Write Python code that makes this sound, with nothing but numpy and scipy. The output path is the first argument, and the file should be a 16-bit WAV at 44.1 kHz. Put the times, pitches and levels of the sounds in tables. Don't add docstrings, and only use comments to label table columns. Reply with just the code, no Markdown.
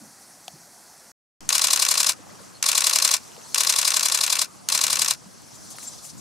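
import sys
import numpy as np
from scipy import signal
from scipy.io import wavfile

SR = 44100
rng = np.random.default_rng(int(sys.argv[2]) if len(sys.argv) > 2 else 0)


def ratio_of_db(decibels):
    return 10 ** (np.asarray(decibels, float) / 20)


def file_out(sig):
    cols = np.atleast_2d(sig).T
    lim = np.clip(cols, -1, 1)
    pcm = np.round(lim * 32767).astype(np.int16)
    wavfile.write(sys.argv[1], SR, pcm)


N = 273552
TIME_S = np.arange(N) / SR
SILENCE_START_S, SILENCE_END_S = 1.118, 1.4055


def at_hz(points, hz):
    table_hz, values = np.transpose(points)
    return np.interp(np.log(hz), np.log(table_hz), values)


def rms_one(x):
    return x / np.sqrt(np.mean(x ** 2) + 1e-20)


def drift(rate_hz):
    r = np.exp(-80 * np.pi * rate_hz / SR)
    noise = rng.standard_normal(N // 40 + 1002)
    slow = signal.lfilter([1], [1, -2 * r, r * r], noise)[1000:]
    return np.interp(np.arange(N) / 40, np.arange(len(slow)), rms_one(slow))


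def resonance(x, hz, width_hz):
    r = np.exp(-np.pi * width_hz / SR)
    b = np.sqrt((1 - r * r) / 2) * np.array([1, 0, -1])
    return signal.lfilter(b, [1, -2 * r * np.cos(2 * np.pi * hz / SR), r * r], x)


def left_right(pan_db):
    return ratio_of_db(pan_db / 2 * np.array([[1], [-1]]))


def pair(mid, side, alike, pan_db):
    alike = np.clip(alike, -1, 1)
    common = np.sqrt(1 + alike) * mid
    opposed = np.sqrt(1 - alike) * side
    left = (common + opposed) * ratio_of_db(pan_db / 2)
    right = (common - opposed) * ratio_of_db(-pan_db / 2)
    return np.stack([left, right]) / np.sqrt(2)


def rattle(shape, spread_db):
    uneven_db = spread_db * np.minimum(rng.exponential(1, shape), 5)
    return rms_one(rng.standard_normal(shape) * ratio_of_db(uneven_db))


# first_cycle_s [s], last_cycle_s [s], first_level_db [dB], last_level_db [dB]
BURSTS = [
    (1.4896, 2.0298, 0, 0),
    (2.6254, 3.076, -0.5, 0),
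    (3.544, 4.3537, -0.5, -1.95),
    (4.686, 5.0455, -1, -2.1),
]
CYCLE_S = .09


def cycle_times():
    starts, levels_db, last = [], [], []
    for first_s, last_s, first_db, last_db in BURSTS:
        count = round((last_s - first_s) / CYCLE_S) + 1
        starts += list(np.linspace(first_s, last_s, count))
        levels_db += list(np.linspace(first_db, last_db, count))
        last += [0] * (count - 1) + [1]
    return starts, levels_db, last


LEAD, SIZE = 200, 7000
FORCE_DB = .8

# start_ms [ms], build_up_ms [ms per 9 dB], die_away_ms [ms per 9 dB],
# metal_db [dB], body_db [dB]
CONTACTS = [(1.7, 1.8, 2.0, -13, -28), (4.5, 1, 8.5, -25.5, -32), (13.8, 2, 3, -22.5, -29),
            (15.74, 2, 2, -21, -27), (19.6, 1.5, 5, -27.5, -30.5), (24.5, 1, 6, -33, -36),
            (34.35, 2, 1, -20, -30.5), (37.4, 1.1, 1.5, -12, -29), (39.5, 0.9, 3.5, -14, -27),
            (45, 0, 8, -25.5, -35.5), (51.7, 1.5, 12, -25, -32.5), (56.5, 0.3, 8, -26.5, -30),
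            (60.34, 0.2, 1.5, -15.5, -36), (63.95, 1.9, 2.5, -10, -24), (66.8, 1.5, 8.5, -18, -27.5),
            (73.5, 1, 6, -25.5, -33.5), (80.3, 2, 3.5, -29, -33)]
SETTLING = [
    (90.6, 2.2, 3.9, -24.5, -33),
    (101.7, 2.2, 5.6, -35, -39.5),
]


def contact_swarms(last, slack_ms=.15):
    table = np.array(CONTACTS + SETTLING)
    shape = (len(last), len(table), 1)
    ms = (np.arange(SIZE) - LEAD) * 1e3 / SR
    late = ms - table[:, :1] - slack_ms * rng.standard_normal(shape)
    swarm = np.exp(np.where(late < 0, late / table[:, 1:2], -late / table[:, 2:3])) ** 2
    swarm *= ratio_of_db(2 * FORCE_DB * rng.standard_normal(shape))
    swarm[:, len(CONTACTS):] *= np.reshape(last, (-1, 1, 1))
    first = np.roll(last, 1)[:, None]
    kick = 1 + first * 0.68 * (ms < 2.5)
    swarm *= np.where(first * (ms < .6), .002, kick)[:, None]
    return swarm


# start_ms [ms], middle_db [dB], hollow_db [dB], deep_db [dB]
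BLOWS = [(1.302, -26.5, -36.5, -52), (15.3, -26, -33.5, -52), (22.07, -33.5, -57, -46.5),
         (35.53, -45, -33, -43), (39, -32.5, -35, -55.5), (54.48, -43, -44, -48), (62.1, -32.5, -47, -53),
         (64.05, -35.5, -31.5, -43.5), (69, -43, -32.5, -48.5)]


def clean_blows(count, jitter_ms=.03):
    blows = np.array(BLOWS)
    ms = blows[:, 0] + jitter_ms * rng.standard_normal((count, len(blows)))
    at = (LEAD + ms * SR / 1e3).astype(int)
    return at, ratio_of_db(FORCE_DB * rng.standard_normal(at.shape))


# pitch_hz [Hz], width_hz [Hz], level_db [dB]
BRIGHT = [(3500, 380, -4.5), (4120, 280, -0.5), (5000, 380, -0.5), (5620, 530, -0.5), (6480, 450, 0.5),
          (7400, 640, 0), (8270, 670, -2), (9260, 410, -2.5), (10540, 780, -4), (11800, 1300, -7.5),
          (14100, 2200, -22)]
MIDDLE = [(1295, 100, -6), (1400, 80, -4.5), (1516, 90, -4.5), (1730, 140, -5.5), (1970, 200, -3),
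          (2353, 150, -0.5), (2613, 164, -1), (2933, 160, -3)]
HOLLOW = [(811, 42, -11), (916, 38, -5), (1007.7, 44, -1.5), (1056, 44, -4), (1107.5, 45, 3.5)]
DEEP = [(500, 35, -1), (550.3, 35, 2), (643, 35.3, 3)]
# repeated_share [0-1, same in each cycle], left_right_likeness [0-1],
# left_over_right_db [dB]
SHELL = [
    (.4, .79, 3.0),
    (.55, .5, 5.0),
    (.7, .2, 7.0),
    (.7, .75, -1.0),
]


def ring_shell(k, swarm, blow_at, blow_force, colour_db=1.5):
    modes = (BRIGHT, MIDDLE, HOLLOW, DEEP)[k]
    coupling_db = (0, 0, -10.5, -20.5)[k]
    repeat, alike, pan_db = SHELL[k]
    table, blows = np.array(CONTACTS + SETTLING), np.array(BLOWS)
    rows = np.arange(len(swarm))[:, None]
    group = 0
    for order, (hz, width_hz, db) in enumerate(modes):
        level_db = table[:, 4] + coupling_db if k else table[:, 3]
        level_db = level_db + (level_db + 16) * .22 * max(np.log(hz / 7000), 0)
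        drive = ratio_of_db(level_db + db - 6.5 + colour_db * rng.standard_normal(len(table)))
        if order % 3 == 0:
            same_hits = rattle((2, 1, SIZE), 2.84)
            new_hits = rattle((2, len(swarm), SIZE), 2.64)
            hits = np.sqrt(repeat) * same_hits + np.sqrt(1 - repeat) * new_hits
        strength = np.sqrt(np.einsum("c,fct->ft", drive ** 2, swarm))
        force = (-1) ** order * strength * hits
        if k:
            blow = blow_force * ratio_of_db(blows[:, k] + db) / np.sqrt(4 * np.pi * width_hz / SR)
            quarter_turn = round(SR / hz / 4)
            force[0, rows, blow_at] += blow
            force[1, rows, blow_at + quarter_turn] += blow
        mid, side = resonance(force + 1e-12, hz, width_hz)
        group = group + pair(mid, side, alike * min(5000 / hz, 1) ** .4, pan_db)
    edge_hz = .85 * modes[0][0] * (1 if k else .6)
    return signal.sosfilt(signal.butter(3, edge_hz, "high", fs=SR, output="sos"), group)


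def mechanism():
    starts, levels_db, last = cycle_times()
    swarm = contact_swarms(last)
    blow_at, blow_force = clean_blows(len(starts))
    cycles = sum(ring_shell(k, swarm, blow_at, blow_force) for k in range(4))
    out = np.zeros((2, N))
    for k, s in enumerate(starts):
        at = round(s * SR) - LEAD
        out[:, at:at + SIZE] += ratio_of_db(levels_db[k]) * cycles[:, k]
    return out


def running(edge_s=.08):
    return sum(np.clip(np.minimum(TIME_S - first_s, last_s + CYCLE_S - TIME_S) / edge_s, 0, 1)
               for first_s, last_s, *_ in BURSTS)


# start_s [s], peak_db [dB], pitch_hz [Hz], left_over_right_db [dB]
KNOCKS = [(.03, -41, 206, 2), (.04, -48, 480, 0), (.4808, -29.5, 735, 2), (.535, -43, 148, 0),
          (.555, -47.5, 350, 0), (2.19, -40, 500, 0), (2.2, -42.5, 300, 0), (2.267, -39, 800, 0),
          (2.268, -43.5, 1150, 0), (2.293, -40, 1150, 0), (2.31, -42, 597, 0), (2.32, -45.5, 200, 0),
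          (2.402, -41, 550, 0), (2.412, -41, 453, 0), (2.412, -44.5, 190, 0), (3.367, -43, 795, 2),
          (3.378, -39, 480, 6), (5.26, -39, 188, -3), (5.745, -41, 740, 2), (5.95, -43, 740, 2)]


def knocks(swings=17.0):
    out, t = np.zeros((2, N)), np.arange(4000) / SR
    for s, db, hz, pan_db in KNOCKS:
        at = round(s * SR)
        fade = ratio_of_db(db + 4.5 - 60 * t * hz / swings)
        ring = fade * (1 - np.exp(-t * hz)) * np.sin(2 * np.pi * hz * t)
        out[:, at:at + len(t)] += ring * left_right(pan_db)
    return out


# start_s [s], peak_db [dB], pitch_hz [Hz], left_over_right_db [dB]
TICKS = [(.4805, -26, 3200, 1), (0.4809, -33, 6460, 0.5), (0.481, -41, 1400, 2), (5.4194, -44, 10000, 0),
         (5.705, -36, 9000, 5), (5.755, -44, 2500, 2), (5.765, -38, 11000, -1), (5.785, -31, 1500, 7),
         (5.785, -34, 4500, 7), (5.829, -37, 3000, 6), (6.05, -40, 2500, 5), (3.366, -38, 2400, 2),
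         (3.415, -39.5, 3000, 2), (3.318, -40, 3000, 1), (1.407, -35.5, 5000, 4)]


def stalk_ticks():
    out, t = np.zeros((2, N)), np.arange(4000) / SR
    for s, db, hz, pan_db in TICKS:
        at = round(s * SR)
        snap = resonance(rng.standard_normal(len(t)) * np.exp(-t / 0.0016), hz, 0.58 * hz)
        out[:, at:at + len(t)] += ratio_of_db(db - 1.5) * snap * left_right(pan_db)
    return out


# centre_s [s], length_s [s], level_db [dB], pitch_hz [Hz]
BRUSHES = [(2.44, 0.034, -55, 6000), (3.513, .04, -50, 6000), (5.555, 0.011, -47, 6000),
           (5.718, 0.013, -40, 7000), (5.798, 0.009, -44, 7000), (5.838, .015, -38.5, 7400),
           (5.872, 0.021, -41.5, 6360), (5.938, .015, -44.5, 5500), (5.987, .012, -46, 5500),
           (6.059, 0.024, -40.5, 7400), (6.102, 0.0091, -41, 6000), (6.189, 0.014, -46, 6500)]


def brushes(pan_db=4.5):
    out = np.zeros((2, N))
    for s, length_s, db, hz in BRUSHES:
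        at = np.arange(round((s - .1) * SR), min(round((s + .1) * SR), N))
        swell = ratio_of_db(db) * np.exp(-.5 * ((at / SR - s) / length_s) ** 2)
        crackle = resonance(rattle((2, len(at)), 2.2), hz, 0.71 * hz)
        mid, side = resonance(crackle, hz, 1.0 * hz)
        out[:, at] += swell * rms_one(pair(mid, side, 0.74, pan_db))
    return out


# time_s [s], pitch_hz [Hz], level_db [dB]
SQUEAK = [
    (5.865, 7440, -70),
    (5.872, 7600, -43),
    (5.886, 7570, -40),
    (5.892, 7000, -50),
    (5.897, 6600, -77),
]


def squeak():
    s, hz, db = np.transpose(SQUEAK)
    pitch_hz = np.interp(TIME_S, s, hz) * (1 + .01 * drift(147))
    tone = np.sin(2 * np.pi * np.cumsum(pitch_hz) / SR)
    heard = (TIME_S > s[0]) * (TIME_S < s[-1])
    return ratio_of_db(np.interp(TIME_S, s, db) + 11) * tone * heard


def opening_offset(step_db=-50, settle_s=.16):
    t = TIME_S - SILENCE_END_S
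    return ratio_of_db(step_db) * (t > 0) * np.exp(-np.abs(t) / settle_s)


# centre_s [s], length_s [s], level_db [dB], pitch_hz [Hz]
CHIRPS = [(2.31, .01, -60, 4400), (2.56, .014, -52, 4300), (3.475, .022, -55, 4300),
          (3.53, .015, -51, 4350), (3.437, .004, -49, 6400), (2.45, .012, -60, 2050),
          (5.563, .008, -52, 7100), (5.72, .012, -51, 6200), (5.8, .015, -51, 4100),
          (5.86, .025, -49, 6100), (5.94, .006, -48, 6000), (5.988, .006, -51, 6300),
          (6.058, .015, -51, 7100), (6.09, .02, -56, 6100)]


def chirps():
    out = np.zeros((2, N))
    for s, length_s, db, hz in CHIRPS:
        at = np.arange(round((s - .05) * SR), round((s + .05) * SR))
        whistle = resonance(resonance(rng.standard_normal(len(at)), hz, 250), hz, 250)
        swell = np.exp(-.5 * ((at / SR - s) / length_s) ** 2)
        out[:, at] += ratio_of_db(db) * swell * rms_one(whistle)
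    return out


def rises(events):
    return sum(db * np.exp(-.5 * ((TIME_S - s) / length_s) ** 2) for s, length_s, db in events)


def air(spectrum, likeness, levels_db, patchy_db, pan_db, span_s):
    parts = [0, 0, 0]
    edges = 32.5 * 2 ** (np.arange(28) / 3)
    a, b = (round(s * SR) for s in span_s)
    white = rng.standard_normal((2, 2, b - a))
    for k, (low, high) in enumerate(zip(edges, edges[1:])):
        band = signal.butter(2, [low, high], "band", fs=SR, output="sos")
        mid, side = signal.sosfilt(band, white[k % 2])
        hz = np.sqrt(low * high)
        part = int(hz > 330) + int(hz > 3300)
        flicker = drift(16) + (1 + (hz < 1500)) * .6 * drift(40)
        gain = ratio_of_db(at_hz(spectrum, hz) + patchy_db * flicker[a:b])
        parts[part] = parts[part] + gain * pair(mid, side, at_hz(likeness, hz), pan_db * part / 2)
    out = np.zeros((2, N))
    for part, db in zip(parts, levels_db):
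        out[:, a:b] += ratio_of_db(db[a:b]) * part / np.sqrt(np.mean(np.mean(part, axis=0) ** 2))
    return out


# pitch_hz [Hz], level_db [dB per Hz]
EARLY_AIR = [(30, -29), (100, -11), (190, -4), (330, -8), (480, -14.5), (700, -5), (1050, -11),
             (1850, -12.5), (2700, -22.5), (4100, -20), (5100, -6), (6300, -10.5), (10400, -12),
             (15800, -30)]
LATE_AIR = [(30, -29), (64, -18), (110, -4), (190, -4), (350, -10.5), (1000, -9.5), (1900, -19),
            (2700, -21.5), (4000, -22.5), (5200, -15.5), (6500, -16.5), (10100, -21), (13000, -32),
            (15800, -42)]
# pitch_hz [Hz], left_right_likeness [-1 to 1]
EARLY_ALIKE = [(60, 0.78), (240, 0.73), (950, 0.97), (3770, 1.0), (15000, 0.97)]
LATE_ALIKE = [(60, -0.42), (150, -0.64), (300, -0.33), (600, -0.18), (1650, 0.2), (5000, 0.82), (15000, .3)]
# centre_s [s], length_s [s], rise_db [dB]
GUSTS = [
    (.01, .05, 12.5),
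    (.55, 0.064, 4),
    (1.4, .05, 6),
    (2.3, 0.17, 2),
    (4.92, 0.15, 5),
    (5.65, 0.062, 4),
    (5.93, .06, 2),
    (6.19, .05, 10),
]
# centre_s [s], length_s [s], rise_db [dB]
SWELLS = [
    (1.4, .05, 4),
    (2.38, .15, 3),
    (3.35, 0.22, 3.5),
    (5.8, 0.17, 1.5),
]
# centre_s [s], length_s [s], rise_db [dB]
STIRS = [
    (2.45, 0.086, 2),
    (3.2, 0.086, 5),
    (3.55, 0.13, 7.5),
    (5.82, 0.23, 7),
]


def grassland():
    shake_db = 5 * running()
    lift_db = np.array([rises(GUSTS), rises(SWELLS) + shake_db, rises(STIRS)])
    early_db = lift_db + np.array([[-63.5], [-56], [-51]])
    late_db = lift_db + np.array([[-58.5], [-55], [-52.5]])
    early = air(EARLY_AIR, EARLY_ALIKE, early_db, patchy_db=1.0, pan_db=0, span_s=(0, SILENCE_START_S))
    late = air(LATE_AIR, LATE_ALIKE, late_db, patchy_db=1.45, pan_db=1.2, span_s=(SILENCE_END_S, N / SR))
    return early + late


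def scene():
    close = mechanism() + knocks() + stalk_ticks() + brushes() + squeak()
    return close + opening_offset() + chirps() + grassland()


def band_limit(x):
    return signal.sosfilt(signal.butter(12, 15990, fs=SR, output="sos"), x)


def record(dry):
    top_cut = signal.cheby2(20, 45, 15950, fs=SR, output="sos")
    mix = np.clip(signal.sosfilt(top_cut, dry), -1, 1)
    return band_limit(mix)


dry = scene()
out = record(dry)
file_out(out)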